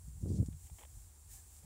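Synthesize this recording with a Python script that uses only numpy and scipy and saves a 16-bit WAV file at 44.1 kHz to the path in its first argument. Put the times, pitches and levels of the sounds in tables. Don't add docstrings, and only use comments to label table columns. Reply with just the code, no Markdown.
import sys
import numpy as np
from scipy import signal
from scipy.fft import rfft, irfft
from scipy.io import wavfile

SR = 44100
rng = np.random.default_rng(int(sys.argv[2]) if len(sys.argv) > 2 else 0)


def transcribe(u):
    v = np.clip(np.atleast_2d(u).T, -1, 1)
    q = np.round(v * 32767).astype(np.int16)
    wavfile.write(sys.argv[1], SR, q)


N = 72765
TIME = np.arange(N) / SR
BIN_HZ = np.fft.rfftfreq(N, 1 / SR)


def wind():
    # time_s, level_db
    breeze_levels = [(0, -56), (.086, -49), (.12, -51), (.2, -48.5), (.45, -47.5), (.56, -47.5),
                     (.6, -60.5), (.655, -49.5), (.69, -68), (.735, -52.5), (.8, -67), (.85, -54.5),
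                     (.89, -58), (.965, -53), (1.08, -58), (1.15, -62), (1.33, -56), (1.45, -60.5),
                     (1.65, -58.5)]
    gust_levels = [(.09, -88.5), (.14, -61.5), (.205, -63.5), (.23, -39), (.27, -36.5), (.315, -33.5),
                   (.37, -37.5), (.412, -31), (.432, -36), (.446, -56), (.47, -100)]
    # frequency_hz, gain_db
    rumble_spectrum = [(12, -65), (24, -44), (35, -17.5), (52, 4.5), (72, 6), (95, 2.5), (125, -18),
                       (160, -33), (220, -53.5), (400, -74)]
    flutter_spectrum = [(20, -51), (50, -23), (100, -3), (150, 9.5), (200, -12), (280, -26.5), (450, -65),
                        (900, -75)]
    gust_spectrum = [(12, -72), (28, -46), (50, -9), (85, 10), (190, -0.5), (300, -10.5), (450, -19.5),
                     (620, -30.5), (1000, -49.5), (2000, -62)]
    breeze = level(breeze_levels)
    flutter_gain = amp(-56.5) * (breeze / amp(-48.5)) ** 2.35
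    flutter = flutter_gain * turbulence(flutter_spectrum, span_s=0.1)
    gust = level(gust_levels) * turbulence(gust_spectrum, span_s=0.078)
    rumble = breeze * turbulence(rumble_spectrum, span_s=0.044)
    return rumble + flutter + gust


def eddies():
    # time_s, level_db, half_width_s
    passes = [(.083, -41, 0.0017), (0.239, -31, 0.0014), (.26, -30.5, 0.00076), (0.305, -27, 0.00093),
              (0.318, -28.5, 0.00095), (.336, -27.5, 0.0013), (0.402, -20.5, 0.0017),
              (0.412, -23.5, 0.0027), (.429, -33.5, 0.00071), (.487, -29, 0.0013), (0.718, -40, 0.0027),
              (0.732, -41.5, 0.0032), (0.972, -40, 0.0034), (1.645, -46.5, 0.0019)]
    core_db, core_share = -24, 0.36
    port_hz = 51
    pressure = sum(dip(s, db, width_s) + dip(s, db + core_db, width_s * core_share)
                   for s, db, width_s in passes)
    return signal.lfilter(*signal.butter(2, port_hz, "high", fs=SR), pressure)


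def grass():
    # peak_s, level_db, rise_s, fall_s
    swishes = [(.07, -68.5, 0.026, .05), (0.216, -68, 0.0098, 0.051), (0.662, -61, 0.056, 0.023),
               (.79, -61.5, 0.047, 0.034), (0.991, -65, 0.1, 0.083), (1.325, -54.5, 0.021, 0.064),
               (1.56, -62.5, 0.057, .04)]
    brushes = [(.29, -65, 0.0067, 0.015), (0.331, -67.5, 0.023, 0.016), (0.363, -61.5, 0.015, 0.02)]
    # frequency_hz, gain_db
    swish_spectrum = [(120, -24), (250, -8), (380, -12), (540, -25), (750, -9), (1200, -21.5), (1700, -16),
                      (3000, -16.5), (5000, -13), (7500, 1.5), (9000, -3.5), (11000, -8.5), (15500, -8)]
    brush_spectrum = [(1000, -32), (2800, -15), (4500, -3), (7500, 0.5), (9500, -2.5), (11500, -24),
                      (15500, -33)]
    swish = sum(swell(*row) for row in swishes) * grains(swish_spectrum, per_s=42000, spread_db=-0.3)
    brush = sum(swell(*row) for row in brushes) * grains(brush_spectrum, per_s=9000, spread_db=2.0)
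    return swish + brush


def hoof():
    # start_s, level_db, decay_s, treble_db
    slips = [(0.526, -70, 0.0086, 3.5), (0.667, -74, 0.0085, 10), (0.698, -56.5, 0.0021, -3.5),
             (.785, -55, 0.0042, -1), (0.791, -61, 0.023, -7), (.81, -55.5, 0.0018, 0.5),
             (.817, -60, .006, -5), (0.829, -58.5, 0.0059, -1.5), (0.835, -53, 0.0016, 2),
             (.85, -58.5, 0.0037, 2.5), (1.632, -67, 0.023, -10)]
    # frequency_hz, gain_db
    grit_spectrum = [(150, -12), (320, -2), (500, -1), (900, 3.5), (1150, -10), (1400, -11.5), (2250, -4),
                     (2750, -9.5), (3300, -2.5), (4300, -21.5), (7000, -31)]
    split_hz, rise_s = 2100, 0.001
    grit = turbulence(grit_spectrum, span_s=0.0022)
    body = irfft(rfft(grit) / (1 + (BIN_HZ / split_hz) ** 6), N)
    treble = grit - body
    return sum(amp(db) * burst(s, rise_s, decay_s) * (body + amp(treble_db) * treble)
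               for s, db, decay_s, treble_db in slips)


def stalks():
    # start_s, level_db
    snaps = [(.4615, -39), (.471, -46), (.801, -50), (1.566, -44), (1.589, -44)]
    # frequency_hz, gain_db
    fizz_spectrum = [(1500, -33), (4000, -4), (8000, 15), (12000, -19), (15500, -13)]
    ring_hz, ring_decay_s, fizz_db = 9000, 0.00009, -14
    rings = fizz_gain = 0
    for s, db in snaps:
        age = np.maximum(TIME - s, 0)
        rings += amp(db) * np.exp(-age / ring_decay_s) * np.sin(2 * np.pi * ring_hz * age)
        fizz_gain += amp(db + fizz_db) * burst(s, rise_s=0.00013, decay_s=0.0035)
    return rings + fizz_gain * colour(rng.standard_normal(N), fizz_spectrum)


def far_call():
    # peak_s, level_db, rise_s, fall_s
    notes = [(1.303, -74.5, .005, 0.017), (1.378, -73.5, .012, 0.015)]
    pitch_hz, sag_hz_per_s, waver_hz = 1780, 900, 45.6
    hz = pitch_hz - sag_hz_per_s * (TIME - notes[0][0]) + waver_hz * drift(rate_hz=150)
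    return sum(swell(*row) for row in notes) * np.sin(2 * np.pi * np.cumsum(hz) / SR)


def air_and_leaves():
    # time_s, level_db
    air_levels = [(0, -71.5), (.6, -71.5), (1.65, -69)]
    # frequency_hz, gain_db
    air_spectrum = [(30, -6), (150, 2.5), (350, 2.5), (560, -5), (850, 0), (1300, -5.5), (3000, -10),
                    (6000, -5), (15500, -10)]
    leaf_spectrum = [(2500, -40.5), (5000, -17.5), (6400, -10), (7500, 1.5), (7900, -3.5), (8500, -0.5),
                     (9300, -5), (10400, -5), (11000, -14.5), (15500, -11.5)]
    air = level(air_levels) * colour(rng.standard_normal(N), air_spectrum)
    leaf_db = -64.5 + 0.5 * drift(rate_hz=13)
    return air + amp(leaf_db) * colour(rng.standard_normal(N), leaf_spectrum)


def amp(db):
    return 10 ** (np.asarray(db) / 20)


def unit(x):
    return x / np.sqrt(np.mean(x ** 2) + 1e-20)


def level(points):
    return amp(np.interp(TIME, *np.transpose(points)))


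def colour(x, spectrum):
    hz, db = np.transpose(spectrum)
    gain = amp(np.interp(np.log(BIN_HZ + 1), np.log(hz), db))
    return unit(irfft(rfft(x) * gain, N))


def drift(rate_hz):
    return unit(irfft(rfft(rng.standard_normal(N)) / (1 + (BIN_HZ / rate_hz) ** 4), N))


def turbulence(spectrum, span_s):
    noise = colour(rng.standard_normal(N), spectrum)
    power = abs(signal.hilbert(noise)) ** 2
    smooth_power = irfft(rfft(power) * np.exp(-(BIN_HZ * span_s) ** 2), N)
    return unit(noise / np.sqrt(abs(smooth_power) + 1e-6))


def grains(spectrum, per_s, spread_db):
    size = amp(spread_db * np.minimum(rng.exponential(1, N), 4))
    contacts = rng.standard_normal(N) * size * (rng.random(N) < per_s / SR)
    return colour(contacts, spectrum)


def swell(peak_s, db, rise_s, fall_s):
    width_s = np.where(TIME < peak_s, rise_s, fall_s)
    return amp(db) * np.exp(-0.5 * ((TIME - peak_s) / width_s) ** 2)


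def burst(start_s, rise_s, decay_s):
    age = np.maximum(TIME - start_s, 0)
    return np.minimum(age / rise_s, 1) * np.exp(-np.maximum(age - rise_s, 0) / decay_s)


def dip(time_s, db, width_s):
    offset = (TIME - time_s) / width_s
    return -amp(db) * (1 - offset ** 2 / 2) * np.exp(-0.5 * offset ** 2)


def scene():
    return (wind() + eddies() + air_and_leaves() + grass() + hoof() + stalks() + far_call())[None]


def record(dry):
    low_cut_hz, high_cut_hz = 18, 15750
    hz = np.fft.rfftfreq(2 * N, 1 / SR)
    rolloff = np.sqrt(1 + (low_cut_hz / (hz + 1)) ** 10)
    high_passed = irfft(rfft(dry, 2 * N) / rolloff)[:, :N]
    taps = signal.firwin(1023, high_cut_hz, window=("kaiser", 9), fs=SR)
    return signal.oaconvolve(high_passed, taps[None], "same")


dry = scene()
out = record(dry)
transcribe(out)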